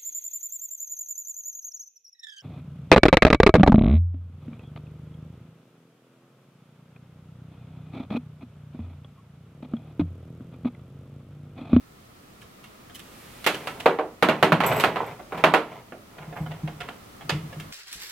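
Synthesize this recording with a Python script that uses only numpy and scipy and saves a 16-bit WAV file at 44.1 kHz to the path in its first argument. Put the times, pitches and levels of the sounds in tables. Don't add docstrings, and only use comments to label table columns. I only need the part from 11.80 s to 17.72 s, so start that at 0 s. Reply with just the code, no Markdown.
import sys
import numpy as np
from scipy import signal
from scipy.fft import rfft, irfft, next_fast_len
from scipy.io import wavfile
from scipy.ndimage import uniform_filter1d

SR = 44100
rng = np.random.default_rng(int(sys.argv[2]) if len(sys.argv) > 2 else 0)


def unload_wav(signal):
    wavfile.write(
        sys.argv[1],
        SR,
        np.round(np.clip(np.atleast_2d(signal).T, -1, 1) * 32767).astype(np.int16),
    )


N = 261072
T = np.arange(SR // 2) / SR


# start_s, level_db, hardness_db (plug high, soft cord low), thump_db, hollow_db
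BENCH_HITS = [(1.664, -25, 7.5, -14, -3), (1.872, -36, 5, -12, -5), (2.0585, -17.5, -3, -15, 0),
              (2.1875, -26.5, -7, -21, -1), (2.425, -20, 1.5, -8.5, -2.5), (2.487, -20.5, -0.5, -6.5, -4.5),
              (2.627, -17.5, 1, -9.5, -4), (2.721, -18.5, -1.5, -4, -8.5), (2.804, -23, -1, -10, -11.5),
              (2.837, -25.5, -0.5, -19, -6), (2.917, -27.5, -1, -14, -15), (2.999, -34, 9, -25, -12),
              (3.038, -20, 1, -14.5, -7.5), (3.159, -28.5, -2.5, -14.5, -6.5),
              (3.204, -30.5, -12, -15, -8.5), (3.522, -35.5, -4.5, -13.5, -2), (3.546, -37.5, -8, -3, -12),
              (3.576, -43.5, 4, -4, -3), (3.639, -15, -.5, -14.5, -8.5), (3.738, -18, 0, -15.5, -5.5)]
# pitch_hz, level_db, fade_s (a fade is the time to drop by 60 dB)
BENCH_NOTES = [(164.1, -3, 0.38), (185.7, -9.5, 0.37), (306.7, -2, 0.34), (386.6, -4.5, 0.29),
               (466.7, -2, 0.27), (484, -10.5, 0.23), (575, -7, 0.26), (634.5, 3, 0.14), (760, 2, 0.12),
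               (862, -14, 0.15), (1002, -8, 0.18), (1065, -8.5, 0.2), (1136, -12, 0.18), (1317, -5.5, 0.22),
               (1448, -5.5, 0.22), (1964, -15.5, 0.46), (2270, -10, 0.27), (2510, -3, 0.098),
               (2750, -21, 0.29)]
# pitch_hz, level_db
SLAP_TONE = [(40, -39), (100, -20.5), (150, -1), (240, -4), (450, -3), (800, -5.5), (1400, -6),
             (2700, -5.5), (4200, -20.5), (5300, -32.5), (9000, -42.5), (13000, -39), (16000, -49)]
# low_hz, high_hz
HIT_BANDS = [(100, 300), (300, 600), (600, 1500), (1500, 4500), (5000, 15000)]
def bench_slaps(clack_db=-6.5, snap_db=-25, snap_growth=2.04, notes_db=-3):
    out = np.zeros((2, N))
    for start_s, db, hardness, thump, hollow in BENCH_HITS:
        crack = contact(crack_db=2.5, crack_fade_s=0.016, bounce_db=0, echo_db=-12.5, echo_fade_s=0.4)
        slap = colour(crack, SLAP_TONE)
        board = ring(BENCH_NOTES, scatter_db=3.55)
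        board = colour(board, [(30, -23), (140, 3.5)])
        hit = unit(slap) + amp(notes_db) * unit(board)
        bands_db = db + np.array([thump, hollow, 0, clack_db + hardness, snap_db + snap_growth * hardness])
        add(out, start_s, set_bands(hit, HIT_BANDS, bands_db, samples=SR // 20))
    return stereo(out, STEREO_WIDTH, left_db=-3.5)


# start_s, level_db, hardness_db, scrape_s
PLUG_TAPS = [(.612, -62, 7, 0.0088), (.837, -58, 5, .01), (1.097, -58.5, 1.5, 0.0072),
             (1.146, -61.5, 13.5, 0.018), (1.194, -62, 11, .001), (1.643, -46, 6, .001),
             (1.743, -44, 5, .008), (1.999, -46.5, 5, 0.0057), (3.394, -42.5, -17, 0.0084),
             (4.122, -41.5, -12.5, 0.0035), (4.381, -46.5, -6, .005), (4.41, -47.5, -8, .03),
             (4.526, -42.5, -14, .004), (4.558, -39, -8.5, 0.037), (4.658, -43.5, -8.5, 0.015),
             (4.709, -44, -4.5, 0.015), (4.876, -40, -6.5, .003), (5.004, -39.5, -1, 0.0086),
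             (5.084, -40, -4, .0075), (5.408, -47.5, -4.5, .02), (5.493, -30.5, 1, 0.0049),
             (5.724, -47, -3, .012), (5.799, -52, 6.5, 0.0027)]
# pitch_hz, level_db, fade_s
SHELL_NOTES = [(712, -5, 0.11), (1416, -1.5, 0.11), (1720, -4, 0.065), (2130, -11, 0.2), (2720, 0.5, 0.035),
               (3090, -3, 0.032), (3560, -14, .11)]
# pitch_hz, level_db
PLASTIC_TONE = [(60, -20), (250, 0), (600, 2.5), (1500, 4.5), (3200, 8), (4500, -4.5), (7000, -8),
                (16000, -14)]
# low_hz, high_hz
TAP_BANDS = [(400, 1500), (1500, 4500), (5000, 15000)]
def plug_ticks(snap_db=-15.5, snap_growth=1.9, shell_db=-7):
    out = np.zeros((2, N))
    for start_s, db, hardness, scrape_s in PLUG_TAPS:
        crack = contact(crack_db=10.5, crack_fade_s=0.016, bounce_db=-2.5, echo_db=-4, echo_fade_s=0.34)
        tap = unit(colour(crack, PLASTIC_TONE))
        pressure = np.interp(T / scrape_s, [0, 0.5, 1], [0.4, 1, 0])
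        shell = amp(shell_db) * unit(ring(SHELL_NOTES, scatter_db=4))
        skid = chatter(tap + shell, pressure, per_s=700)
        bands_db = db + np.array([0, hardness, snap_db + snap_growth * hardness])
        add(out, start_s, set_bands(skid, TAP_BANDS, bands_db, samples=SR // 25))
    return stereo(out, STEREO_WIDTH, left_db=-3.5)


# pitch_hz, level_db
SPRING_TONE = [(1500, -30), (4000, -5), (4900, 1.5), (5600, -12), (8000, -16), (14000, -38)]
def socket_snap(start_s=5.494, level_db=-36):
    out = np.zeros((2, N))
    crack = contact(crack_db=10.5, crack_fade_s=0.026, bounce_db=-3, echo_db=-11, echo_fade_s=0.35)
    snap = colour(crack, SPRING_TONE)
    add(out, start_s, amp(level_db) * snap / np.std(snap[0, :SR // 33]))
    return stereo(out, STEREO_WIDTH, left_db=-2)


# start_s, level_db
FRAME_PUSHES = [(2.72, -27), (4.4, -36.5), (4.477, -32.5), (4.603, -21.5), (4.832, -23), (5.44, -34),
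                (5.519, -23.5), (5.544, -22.5), (5.765, -29.5)]
# pitch_hz, level_db, fade_s
FRAME_NOTES = [(52, -24, 0.32), (81, -27, 0.46), (133, -23, 0.56), (155.4, 1.5, 0.26), (190, -12.5, 0.11),
               (310.6, -11.5, 0.197)]
# pitch_hz, level_db
SHAKE_TONE = [(20, -17), (55, -9), (150, 4.5), (220, -8), (500, -26), (2000, -76)]
def frame_bumps(rise_s=0.0045, shake_db=-14, shake_fade_s=0.7, rock_s=0.09, rock_loss_db=9):
    out = np.zeros((2, N))
    swell = 1 - np.exp(-T / rise_s)
    for start_s, db in FRAME_PUSHES:
        for delay_s, loss_db in [(0, 0), (rock_s, rock_loss_db)]:
            tremble = unit(colour(rng.standard_normal(len(T)), SHAKE_TONE))
            shake = amp(shake_db - 60 * T / shake_fade_s) * tremble
            frame = ring(FRAME_NOTES, scatter_db=1.1)[0]
            add(out, start_s + delay_s, amp(db - loss_db) * (frame + shake) * swell)
    return out


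# start_s, level_db, fade_ratio (multiplies each fade_s below)
STEEL_NUDGES = [(2.864, -34, 0.43), (2.922, -45, .9), (2.962, -43, 0.9), (2.985, -47, 1),
                (3.263, -59.5, .3), (3.523, -68, 1.5), (4.560, -63, 2), (4.614, -65, 2)]
# pitch_hz, level_db, fade_s
STEEL_NOTES = [(7450, -18, .15), (7920, -4, 0.15), (11510, -10, 0.16), (11990, -7, .14), (12310, -4, 0.22),
               (12610, -12, 0.12), (13210, -13, .4)]
def steel_jingles(rattle_fade_s=0.086, grit_db=-6):
    out = np.zeros((2, N))
    for start_s, db, fade_ratio in STEEL_NUDGES:
        metal = ring(np.array(STEEL_NOTES) * [1, 1, fade_ratio], scatter_db=1.4)
        grit = amp(grit_db) * colour(dense_ring(), [(4000, -13), (7500, -7)])
        rattle = chatter(metal + grit, amp(-60 * T / rattle_fade_s), per_s=600)
        add(out, start_s, amp(db) * rattle / np.std(rattle[0, :SR // 20]))
    return stereo(out, STEREO_WIDTH, left_db=0)


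# pitch_hz, level_db
DRAG_TONE = [(47, -51), (80, -4.5), (152, 1.5), (361, -7), (404, 1), (1020, -0.5), (1120, -4), (2430, -12),
             (6310, -34), (7700, -37), (10500, -39.5), (12000, -37), (16000, -36)]
def cord_drag(peak_slips_per_s=300, spread_db=4, rub_db=-7, thinning=0.27):
    speed_db = pull_speed_db()
    busyness = amp(thinning * (speed_db - speed_db.max()))
    sizes = amp(spread_db * np.minimum(rng.exponential(size=N), 3)) * rng.choice([-1, 1], N)
    slipping = rng.random(N) < busyness * peak_slips_per_s / SR
    slips = slipping * sizes / np.sqrt(busyness)
    crack = contact(crack_db=10.5, crack_fade_s=0.0084, bounce_db=-8, echo_db=-13.5, echo_fade_s=0.3)
    crackle = signal.fftconvolve(slips[None], crack, axes=1)[:, :N]
    scrape = unit(colour(crackle, DRAG_TONE))
    rub = amp(rub_db) * unit(colour(rng.standard_normal((2, N)), DRAG_TONE))
    return amp(speed_db) * unit(stereo(scrape + rub, STEREO_WIDTH, left_db=-1.5))


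# start_s, length_s, level_db
CORD_PULLS = [(1.74, .1, -40), (1.96, .09, -45), (2.5, .29, -41), (2.872, .16, -26), (3.1, 0.2, -37),
              (3.58, .12, -36), (3.912, 0.033, -43.5), (4.346, 0.52, -50.5), (5.024, 0.036, -44),
              (5.5, 0.3, -54)]
def pull_speed_db(grab_db_per_s=200, coast_db_per_s=120, floor_db=-90):
    t = np.arange(N) / SR
    speed_db = np.full(N, floor_db)
    for start_s, length_s, db in CORD_PULLS:
        grab_db = grab_db_per_s * np.maximum(start_s - t, 0)
        coast_db = coast_db_per_s * np.maximum(t - start_s - length_s, 0)
        speed_db = np.maximum(speed_db, db - grab_db - coast_db)
    return speed_db


# pitch_hz, level_db
CLOTH_TONE = [(60, -24), (300, 1.5), (900, -5.5), (2600, -5.5), (6000, -15.5), (12000, -13.5), (16000, -21)]
def sleeve(start_s=1.17, length_s=1, level_db=-49.5, flutter_db=0.5):
    progress = np.clip((np.arange(N) / SR - start_s) / length_s, 0, 1)
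    swell = np.sqrt(abs(np.sin(np.pi * progress)))
    flutter = amp(flutter_db * unit(uniform_filter1d(rng.standard_normal(N), size=SR // 30)))
    brush = colour(rng.standard_normal((2, N)), CLOTH_TONE)
    return amp(level_db) * swell * flutter * unit(stereo(brush, STEREO_WIDTH, left_db=-2.5))


# pitch_hz, level_db
ROOM_TONE = [(12, -40), (20, -12), (32, -3), (216, 0.5), (248, -1.5), (347, -5.5), (759, -12), (873, -15.5),
             (1290, -9.5), (1570, -18.5), (1710, -15.5), (3840, -21), (7110, -25.5), (16000, -27)]
# pitch_hz, side_db
ROOM_WIDTH = [(60, -22), (150, -14), (380, -1), (950, 2.5), (2380, 0.5), (5980, 0.5), (15000, -1)]
def room(level_db=-52.5, hum_hz=119, hum_db=-12):
    noise = colour(rng.standard_normal((2, N)), ROOM_TONE)
    air = unit(stereo(noise, ROOM_WIDTH, left_db=-1))
    hum = amp(hum_db) * np.sin(2 * np.pi * hum_hz * np.arange(N) / SR)
    return amp(level_db) * (air + hum)


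def room_dip(sound, above_db=-13.5, recover_db_per_s=3):
    power = uniform_filter1d(sound.mean(axis=0) ** 2, size=SR // 20)
    loud_db = 10 * np.log10(abs(power) + 1e-12)
    creep_db = recover_db_per_s * np.arange(N) / SR
    dip_db = np.minimum(above_db - loud_db - creep_db, 0)
    return amp(creep_db + np.minimum.accumulate(dip_db))


def contact(crack_db, crack_fade_s, bounce_db, echo_db, echo_fade_s, edge_db=4, edge_fade_s=0.0044):
    since_bounce = T - rng.uniform(0.0042, 0.01)
    bounce = amp(bounce_db - 60 * abs(since_bounce) / crack_fade_s) * (since_bounce > 0)
    cracks = amp(crack_db) * (amp(-60 * T / crack_fade_s) + bounce)
    echo = amp(echo_db - 60 * T / echo_fade_s)
    edge = amp(crack_db + edge_db - 60 * T / edge_fade_s) * rng.standard_normal((2, len(T)))
    edge = colour(edge, [(2000, -29), (7000, -1)])
    return dense_ring() + (cracks + echo) * rng.standard_normal((2, len(T))) + edge


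def ring(notes, scatter_db):
    hz, db, fade_s = np.transpose(notes)[:, :, None]
    strength = amp(db + scatter_db * rng.standard_normal(hz.shape) - 60 * T / fade_s)
    strength *= rng.choice([-1, 1], hz.shape)
    phase = 2 * np.pi * hz * T
    side = np.cos(phase) * rng.choice([-1, 1], hz.shape) * (1 - np.exp(-phase))
    return np.sum(strength * np.array([np.sin(phase), side]), axis=1)


# pitch_hz, fade_s
RING_FADES = [(100, 0.49), (300, 0.4), (700, 0.29), (2000, 0.19), (4500, 0.2), (9000, 0.22), (16000, 0.064)]
def dense_ring():
    hz, t, spectrum = signal.stft(rng.standard_normal((2, len(T))), SR, nperseg=256)
    fade = amp(-60 * t / along(RING_FADES, hz)[:, None])
    return signal.istft(spectrum * fade, SR, nperseg=256)[1][:, :len(T)]


def chatter(sound, force, per_s):
    touches = np.where(rng.random(len(T)) < per_s / SR, rng.standard_normal(len(T)), 0) * force
    touches[0] += force[0]
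    return signal.fftconvolve(sound, touches[None], axes=1)[:, :len(T)]


def set_bands(hit, bands, levels_db, samples):
    centres = np.sqrt(np.prod(bands, axis=1))
    for _ in range(2):
        hz, power = signal.periodogram(hit[0, :samples], SR, nfft=4096, detrend=False)
        now_db = [10 * np.log10(power[(hz > low) & (hz < high)].sum() * hz[1]) for low, high in bands]
        hit = colour(hit, np.column_stack([centres, np.subtract(levels_db, now_db)]))
    return hit


# pitch_hz, side_db
STEREO_WIDTH = [(100, -28), (250, -23), (400, -20), (700, -14), (1300, -9), (2400, -7), (4400, -2),
                (8000, -3), (15000, -4)]
def stereo(pair, width, left_db):
    mid, side = pair[0], colour(pair[1], width)
    lean_curve = [(350, 0), (1200, left_db / 2), (7000, left_db / 2), (11000, 0)]
    lean_db = along(lean_curve, np.fft.rfftfreq(N, 1 / SR))
    return irfft(rfft([mid + side, mid - side]) * amp([lean_db, -lean_db]), N)


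def colour(sound, tone):
    size = 2 * next_fast_len(sound.shape[-1] // 2 + SR // 20)
    cepstrum = irfft(np.log(amp(along(tone, np.fft.rfftfreq(size, 1 / SR)))))
    cepstrum[1:size // 2] *= 2
    cepstrum[size // 2 + 1:] = 0
    return irfft(rfft(sound, size) * np.exp(rfft(cepstrum)), size)[..., :sound.shape[-1]]


def along(points, hz):
    pitches, values = np.transpose(points)
    return np.interp(np.log(hz + 1), np.log(pitches + 1), values)


def add(track, start_s, sound):
    part = track[:, round(start_s * SR):][:, :sound.shape[-1]]
    part += sound[..., :part.shape[-1]]


def amp(db):
    return 10 ** (np.asarray(db) / 20)


def unit(sound):
    return sound / np.sqrt(np.mean(sound ** 2) + 1e-20)


def scene():
    handling = bench_slaps() + plug_ticks() + socket_snap() + frame_bumps()
    handling += steel_jingles() + cord_drag() + sleeve()
    return handling + room_dip(handling) * room()


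def record(dry, top_hz=16000):
    rounded = dry / (1 + abs(dry) ** 6) ** (1 / 6)
    size = next_fast_len(N + SR // 2)
    kept = np.fft.rfftfreq(size, 1 / SR) < top_hz
    return irfft(rfft(rounded, size) * kept, size)[:, :N]


dry = scene()
out = record(dry)
unload_wav(out)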